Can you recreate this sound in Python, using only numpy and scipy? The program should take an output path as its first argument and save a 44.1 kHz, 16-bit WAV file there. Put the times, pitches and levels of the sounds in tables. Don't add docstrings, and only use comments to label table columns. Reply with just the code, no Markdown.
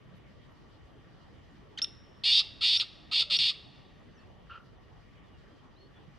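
import sys
import numpy as np
from scipy import signal
from scipy.io import wavfile
from scipy.ndimage import uniform_filter1d

SR = 44100
rng = np.random.default_rng(int(sys.argv[2]) if len(sys.argv) > 2 else 0)


def volts_from_db(level):
    exponent = np.asarray(level, float) / 20
    return 10 ** exponent


def master_out(mix):
    frames = np.transpose(np.atleast_2d(mix))
    ceiling = np.clip(frames, -1, 1)
    pcm = np.round(ceiling * 32767).astype(np.int16)
    wavfile.write(sys.argv[1], SR, pcm)


N = 272582

# start in seconds, end in seconds, level in dB,
# opening shortfall in dB, flutter in cycles per second.
NOTES = [
    (2.236, 2.425, -23, 9.5, 244),
    (2.608, 2.84, -25, 20, 244),
    (3.112, 3.243, -25.5, 16, 243),
    (3.299, 3.525, -25.5, 13.5, 245),
]
# multiple of the pitch, level in dB.
BUZZ_OVERTONES = [(2, -31.5), (3, -26.5)]
# centre in Hz, width in Hz, gain in dB.
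THROAT_MODES = [(2190, 302, 3.5), (2754, 360, 8.5), (3658, 480, 15.5), (4430, 400, 3), (5293, 660, 2.5)]
# centre in Hz, width in Hz, gain in dB.
BEAK_MODES = [(6585, 1080, 8.5), (8080, 900, 1.5), (11700, 1100, -11)]
# start, end, crest and dip in seconds, level in dB.
WHISTLES = [
    (1.8178, 1.847, 1.8365, 1.8345, -27),
    (2.77, 2.803, 2.788, 2.782, -32),
    (3.366, 3.392, 3.38, 3.379, -34),
]
# partial number, level in dB re the fourth.
WHISTLE_PARTIALS = [(1, -30), (2, -29), (6, -41), (7, -31), (8, -42), (10, -54)]
# time in seconds, peak in dB.
SNAPS = [
    (1.8172, -34.5),
    (1.8448, -33),
    (2.7995, -31),
]
# start and end in seconds, from Hz, to Hz, peak in dB.
CLICK = [
    (1.774, 1.783, 1640, 1500, -32),
    (1.781, 1.799, 2450, 1300, -34),
]
CLICK_PARTIALS_DB = [
    (-18, 0, -17, -21.5, -31.5, -35, -49),
    (-4.5, 0, -10.5, -38.5, -38.5, -44.5, -43),
]
# peak in seconds, pitch in Hz, level in dB,
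# rise in seconds, fall in seconds.
GRUNTS = [
    (2.42, 1192, -54.5, 0.027, 0.0059),
    (2.615, 1303, -52, 0.0056, 0.04),
    (2.83, 1326, -49, 0.017, 0.0072),
    (3.12, 1236, -49.5, 0.0083, 0.027),
    (3.228, 1284, -50, 0.016, 0.008),
    (3.303, 1244, -51.5, 0.0043, 0.025),
    (3.51, 1225, -54.5, 0.017, 0.016),
]
# start and end in seconds, from Hz, to Hz, peak in dB.
FAR_BIRDS = [(3.26, 3.349, 601, 549, -63.5), (4.07, 4.102, 2027, 2066, -75),
             (4.096, 4.112, 1995, 1400, -71.5), (4.14, 4.19, 6140, 5770, -83.5),
             (4.173, 4.196, 5300, 5600, -76.5), (4.19, 4.215, 4360, 4430, -75.5),
             (4.175, 4.25, 2640, 2690, -75), (4.175, 4.21, 1800, 1710, -74.5),
             (5.235, 5.3, 3760, 3300, -80.5), (5.31, 5.38, 2950, 2750, -78), (5.5, 5.564, 3210, 3160, -79),
             (5.59, 5.617, 3180, 3170, -77.5), (5.755, 5.795, 3780, 4330, -77.5),
             (5.785, 5.876, 4290, 4330, -71.5), (5.94, 5.989, 3480, 3400, -76)]
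# time in seconds, level in dB.
INSECT = [
    (.17, -84),
    (.52, -87),
    (.85, -97),
]
# frequency in Hz, 60 dB decay time in seconds.
ECHO_T60 = [(1000, 3.9), (3000, 1.42), (5500, 1.1), (9000, 1.4), (14000, .3)]
# frequency in Hz, density in dB per Hz.
AIR = [(12, -42), (20, -12), (49, -0.5), (124, 0.5), (209, -5.5), (313, -8), (352, -9), (1100, -18.5),
       (1390, -24), (1890, -17.5), (2460, -30), (3120, -27.5), (3950, -29.5), (5770, -39.5), (7500, -64),
       (12700, -120)]
# centre in Hz, width in Hz, level in dB.
AIR_BANDS = [(1148, 60, -77), (1870, 210, -74.5), (2950, 650, -75), (5960, 170, -89.5), (10700, 7500, -96)]
# frequency in Hz, left-right likeness from -1 to 1.
LIKENESS = [(60, 0.2), (180, 0.21), (560, 0.23), (1730, 0.39), (5320, 0.17)]

OPEN_S, RELEASE_S, RELEASE_DB = 0.012, 0.032, 26
SWELL_DB = (4, -2.8)
RESUME_DB, RESUME_S = 3, 0.0048
WHISTLE_OVERLAP_S = 0.004
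FLUTTER_SAG_HZ, SAG_S = 33, 0.08
CREST_HZ, CREST_RISE_HZ_PER_S, CREST_HZ_PER_DB, ARCH_DEPTH_HZ = 4951, 1900, 90.5, 2779
WEAK_ARCH_DB, WEAK_ARCH_DEPTH, STRONG_SHARE = -6, 0.7, 0.6
ROUGH, ROUGH_WANDER, THROAT_WANDER_DB = 0.26, 0.04, 2.2
VOICE_BAND_HZ, RASP_BAND_HZ, OVERTONE_GAP_HZ = (1530, 5130), (350, 1500), (13300, 15100)
RASP_DB, FUNDAMENTAL_DB = -36.5, -44.5
WHISTLE_CREST_HZ, RISE_HZ_PER_MS2, FALL_HZ_PER_MS2 = 5620, 1.6, 2.8
DIP_DB, DIP_S, AFTER_DIP_DB, SURGE_DB, SURGE_S = 14, 0.0025, -4.5, 5, 0.0025
CLICK_ROUGH, CLICK_EDGE_DB, GRUNT_EDGE_DB, FAR_EDGE_DB = (0.1, 0.2), 10, 9, 4.5
CROAK_S, CROAK_HOLD_END_S, CROAK_SETTLE_S, CROAK_PULSES_PER_S = 4.495, 4.577, 0.012, 170
CROAK_LOWER_HZ, CROAK_UPPER_HZ = 1344, 2800
CROAK_DB, CROAK_UPPER_DB, CROAK_ACCENT_DB = -50, -8, 4
PUFF_DELAY_S, PUFF_DB, PUFF_FADE_S = 0.028, -7, 0.05
TICK_S, TICK_DB = 4.4695, -53
NEAR_ECHO_DB, NEAR_T60_S = -13, 0.06
MID_ECHO_DB, MID_T60_SHARE = -17.5, 0.27
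FAR_ECHO_DB = -28
AIR_DB = -55
AIR_DIP_HZ, AIR_DIP_WIDTH_HZ, AIR_DIP_SHARE = 2700, 210, 0.72
TREBLE_SIDE_DB = -12.5
SKEW_DB = -18


def rms_one(x):
    return x / np.sqrt(np.mean(x ** 2) + 1e-20)


def at_hz(points, hz):
    table_hz, values = np.transpose(points)
    return np.interp(np.log(hz), np.log(table_hz), values)


def filtered(x, order, hz, kind):
    return signal.sosfilt(signal.butter(order, hz, kind, fs=SR, output="sos"), x)


def drift(rate_hz, size=N):
    r = np.exp(-2 * np.pi * rate_hz / SR)
    return rms_one(signal.lfilter([1], [1, -2 * r, r * r], rng.standard_normal(size + SR))[SR:])


def phase_of(hz):
    return 2 * np.pi * np.cumsum(hz) / SR


def resonance(x, hz, width_hz):
    r = np.exp(-np.pi * width_hz / SR)
    poles = [1, -2 * r * np.cos(2 * np.pi * hz / SR), r * r]
    return signal.lfilter(np.array([1, 0, -1]) * (1 - r * r) / 2, poles, x)


def through(modes, x):
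    return sum(volts_from_db(db) * resonance(x, hz, width_hz) for hz, width_hz, db in modes)


def note(rows, fade_s=0.0019):
    s, *columns = np.transpose(rows)
    at = np.arange(int(s[0] * SR), int(s[-1] * SR))
    gate = np.clip(np.minimum(at - at[0], at[-1] - at) / (fade_s * SR), 0, 1)
    return at, gate, [np.interp(at / SR, s, c) for c in columns]


def arch(row, edge_db):
    start, end, from_hz, to_hz, db = row
    middle = ((start + end) / 2, (from_hz + to_hz) / 2, db)
    return [(start, from_hz, db - edge_db), middle, (end, to_hz, db - edge_db)]


def breath(t, place):
    start, end, level_db, short_db, rate_hz = NOTES[place]
    level_db = level_db + SWELL_DB[place % 2] * ((t - start) / (end - start) - 0.5)
    level_db = level_db - short_db * np.exp(-(t - start) / OPEN_S)
    level_db = level_db - RELEASE_DB * np.clip(1 - (end - t) / RELEASE_S, 0, 1) ** 2
    since = t - start
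    for stop, resume, *_ in WHISTLES:
        stop, resume = stop + WHISTLE_OVERLAP_S, resume - WHISTLE_OVERLAP_S
        if start < stop < end:
            since = np.where(t > resume, t - resume, since)
            mute = np.clip(np.minimum((t - stop) / 0.003, (resume - t) / 0.002), 0, 1)
            mute_db = 60 * mute + RESUME_DB * (t > resume - 0.002)
            level_db = level_db - np.where(t > resume, RESUME_DB * np.exp(-since / RESUME_S), mute_db)
    return level_db, since, rate_hz - FLUTTER_SAG_HZ * np.clip(1 - (end - t) / SAG_S, 0, 1)


def buzz():
    out = np.zeros(N)
    for place, (start, end, *_) in enumerate(NOTES):
        at, gate, (t,) = note([(start, start), (end, end)])
        n = len(at)
        level_db, since, rate_hz = breath(t, place)
        rough = np.clip(ROUGH + ROUGH_WANDER * drift(12, n), 0.08, 0.4)
        cycle = np.cumsum(rate_hz * (1 + 0.22 * rough * drift(120, n))) / SR % 1
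        strong = cycle < STRONG_SHARE
        along = np.where(strong, cycle / STRONG_SHARE, (cycle - STRONG_SHARE) / (1 - STRONG_SHARE))
        sag = np.cos(np.pi * along) ** 2
        sag = np.where(strong, sag, sag * WEAK_ARCH_DEPTH)

        effort_hz = CREST_HZ_PER_DB * np.clip(level_db + 24, 0, 4)
        crest_hz = CREST_HZ + CREST_RISE_HZ_PER_S * since + effort_hz
        pitch_hz = crest_hz - ARCH_DEPTH_HZ * sag + 600 * rough * drift(500, n)
        pinch = 1 - 0.7 * sag ** 4
        strength = pinch * volts_from_db(WEAK_ARCH_DB * ~strong + 6 * rough * drift(400, n))
        carrier = phase_of(pitch_hz)
        tone = strength * np.sin(carrier)

        throat = sum(volts_from_db(THROAT_WANDER_DB * drift(35, n)) * through([mode], tone) for mode in THROAT_MODES)
        voiced = filtered(throat + 0.5 * tone, 4, VOICE_BAND_HZ, "band")
        voiced = voiced / np.sqrt(uniform_filter1d(voiced ** 2, size=900) + 1e-6)
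        rasp = voiced ** 2 * (1 + 8.4 * rng.standard_normal(n))
        rasp = volts_from_db(RASP_DB) * rms_one(filtered(rasp, 2, RASP_BAND_HZ, "band"))
        fundamental = volts_from_db(FUNDAMENTAL_DB) * strength * np.sin(carrier / 4)
        overtones = sum(volts_from_db(db) * strength * np.sin(k * carrier) for k, db in BUZZ_OVERTONES)
        beak = filtered(through(BEAK_MODES, through(BEAK_MODES, overtones)), 3, OVERTONE_GAP_HZ, "bandstop")
        out[at] += gate * volts_from_db(level_db) * (rms_one(voiced) + beak + rasp + fundamental)
    return out


def whistles():
    out, snaps = np.zeros(N), np.zeros(N)
    for start, end, crest, dip, level_db in WHISTLES:
        at, gate, (t,) = note([(start, start), (end, end)], fade_s=0.001)
        bend = np.where(t < crest, RISE_HZ_PER_MS2, FALL_HZ_PER_MS2)
        hz = WHISTLE_CREST_HZ - bend * (1000 * (t - crest)) ** 2
        lead_db = AFTER_DIP_DB * (t > dip) - DIP_DB * np.exp(-((t - dip) / DIP_S) ** 2)
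        lead_db = lead_db + SURGE_DB * np.exp(-((end - SURGE_S - t) / SURGE_S) ** 2)
        turn = phase_of(hz / 4)
        others = sum(volts_from_db(db) * np.sin(k * turn) for k, db in WHISTLE_PARTIALS)
        out[at] += gate * volts_from_db(level_db + 3) * (volts_from_db(lead_db) * np.sin(4 * turn) + others)
    burst = np.hanning(70) * np.sin(phase_of(np.linspace(2500, 4600, 70)))
    for s, db in SNAPS:
        snaps[round(s * SR):][:70] = volts_from_db(db + 12) * burst
    ring = through([(2750, 270, 0.5), (3620, 180, 2.5)], snaps + 1e-18)
    return out + ring + 0.5 * snaps


def click():
    out = np.zeros(N)
    for row, rough, partials_db in zip(CLICK, CLICK_ROUGH, CLICK_PARTIALS_DB):
        at, gate, (hz, level_db) = note(arch(row, CLICK_EDGE_DB))
        n = len(at)
        turn = phase_of(hz * (1 + 0.36 * rough * drift(370, n)))
        stack = sum(volts_from_db(db) * np.sin(k * turn) for k, db in enumerate(partials_db, 1))
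        out[at] += gate * volts_from_db(level_db + 10 * rough * drift(350, n)) * stack
    return out


def grunts():
    out = np.zeros(N)
    for s, pitch_hz, db, rise_s, fall_s in GRUNTS:
        edge_db = db - GRUNT_EDGE_DB
        rows = [(s - rise_s, pitch_hz, edge_db), (s, pitch_hz, db), (s + fall_s, pitch_hz, edge_db)]
        at, gate, (hz, level_db) = note(rows, fade_s=0.0041)
        n = len(at)
        level = volts_from_db(level_db + 2.5 + 3.5 * drift(220, n))
        out[at] += gate * level * np.sin(phase_of(hz * (1 + 0.07 * drift(250, n))))
    return out


def trees(x):
    t = np.arange(int(1.5 * SR)) / SR
    edges_hz = 700 * 2 ** np.arange(0, 5, 0.5)
    far, mid = 0, 0
    for low, high in zip(edges_hz, edges_hz[1:]):
        band = filtered(rng.standard_normal((3, len(t))), 2, [low, high], "band")
        fall_db = -60 * t / at_hz(ECHO_T60, np.sqrt(low * high))
        far = far + band * volts_from_db(fall_db)
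        mid = mid + band[:, ::-1] * volts_from_db(fall_db / MID_T60_SHARE)
    near = rng.standard_normal((3, len(t))) * volts_from_db(-60 * t / NEAR_T60_S)
    echo = volts_from_db(FAR_ECHO_DB) * rms_one(far) + volts_from_db(MID_ECHO_DB) * rms_one(mid)
    echo = echo + volts_from_db(NEAR_ECHO_DB) * rms_one(near)
    echo = (echo[0] + 0.23 * echo[1:]) / np.sqrt(len(t))
    return signal.fftconvolve(x[None], echo, axes=1)[:, :N]


def far_birds():
    out = np.zeros(N)
    for row in FAR_BIRDS:
        at, gate, (hz, level_db) = note(arch(row, FAR_EDGE_DB))
        n = len(at)
        level = volts_from_db(level_db + 8 + 3 * drift(40, n))
        out[at] += gate * level * np.sin(phase_of(hz * (1 + 0.007 * drift(90, n))))
    return out


def croak():
    start, hold, db, up_db = CROAK_S, CROAK_HOLD_END_S, CROAK_DB, CROAK_DB + CROAK_UPPER_DB
    puff = hold + PUFF_DELAY_S
    rows = [(start, db + CROAK_ACCENT_DB, up_db - 8), (start + CROAK_SETTLE_S, db, up_db + 2.9),
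            (hold, db, up_db - 2.5), (hold + CROAK_SETTLE_S, db - 19, up_db - 8),
            (puff, db + PUFF_DB, up_db - 30), (puff + PUFF_FADE_S, db - 35, up_db - 30)]
    at, gate, (lower_db, upper_db) = note(rows, fade_s=0.0027)
    n = len(at)
    turn = phase_of(CROAK_PULSES_PER_S * (1 + 0.25 * drift(60, n + 1)))
    pulses = np.diff(np.floor(turn / (2 * np.pi)))
    drive = rms_one(pulses * volts_from_db(7 * rng.standard_normal(n))) + 2.6 * rng.standard_normal(n)
    lower = rms_one(resonance(resonance(drive, CROAK_LOWER_HZ, 110), CROAK_LOWER_HZ, 5.6 * 110))
    upper = rms_one(resonance(resonance(drive, CROAK_UPPER_HZ, 260), CROAK_UPPER_HZ, 5.6 * 260))
    upper = upper + 0.12 * rms_one(resonance(resonance(drive, 3800, 1700), 3500, 1500))
    out = np.zeros(N)
    out[at] = gate * (volts_from_db(lower_db) * lower + volts_from_db(upper_db) * upper)
    tick = np.hanning(130) * np.sin(phase_of(np.linspace(2100, 1300, 130)))
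    out[round(TICK_S * SR):][:130] += volts_from_db(TICK_DB) * tick
    return filtered(out, 4, 5200, "low")


def insect():
    t = np.arange(N) / SR
    puffs = sum(volts_from_db(db) * np.exp(-((t - s) / 0.019) ** 2) for s, db in INSECT)
    return puffs * rms_one(resonance(resonance(rng.standard_normal((2, N)), 11300, 2200), 11300, 3000))


def air():
    out, gust = 0, drift(0.8)
    edges_hz = 20 * 2 ** np.arange(0, 10, 0.5)
    white = rng.standard_normal((2, 2, N))
    for k, (low, high) in enumerate(zip(edges_hz, edges_hz[1:])):
        mid, side = filtered(white[k % 2], 2, [low, high], "band")
        hz = np.sqrt(low * high)
        alike = at_hz(LIKENESS, hz)
        gain = volts_from_db(at_hz(AIR, hz) + 0.067 * gust + 2.4 * drift(8.3))
        out = out + gain * (np.sqrt(1 + alike) * mid + np.sqrt(1 - alike) * side * [[1], [-1]])
    out = out - AIR_DIP_SHARE * resonance(out, AIR_DIP_HZ, AIR_DIP_WIDTH_HZ)
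    out = volts_from_db(AIR_DB) * rms_one(out)
    for hz, width_hz, db in AIR_BANDS:
        noise = rng.standard_normal((3, N))
        shared, left, right = resonance(resonance(noise, hz, width_hz), hz, width_hz)
        out += volts_from_db(db + 1.232 * drift(8.9)) * rms_one(shared + 0.703 * np.array([left, right]))
    return out


def scene():
    bird = buzz() + whistles() + click() + grunts()
    far = far_birds() + croak()
    scatter = rng.choice([-1, 1], 400) * np.hanning(400) / 12
    treble = filtered(np.convolve(bird, scatter)[:N], 4, 6500, "high")
    direct = bird * volts_from_db(np.array([[-0.3], [0.3]])) + volts_from_db(TREBLE_SIDE_DB) * treble * [[1], [-1]]
    return direct + far + trees(bird + 0.6 * far) + insect() + air()


def top_cut(x):
    return signal.sosfilt(signal.butter(12, 15750, fs=SR, output="sos"), x)


def record(dry):
    mix = dry + volts_from_db(SKEW_DB) * dry ** 2
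    return top_cut(mix)


dry = scene()
out = record(dry)
master_out(out)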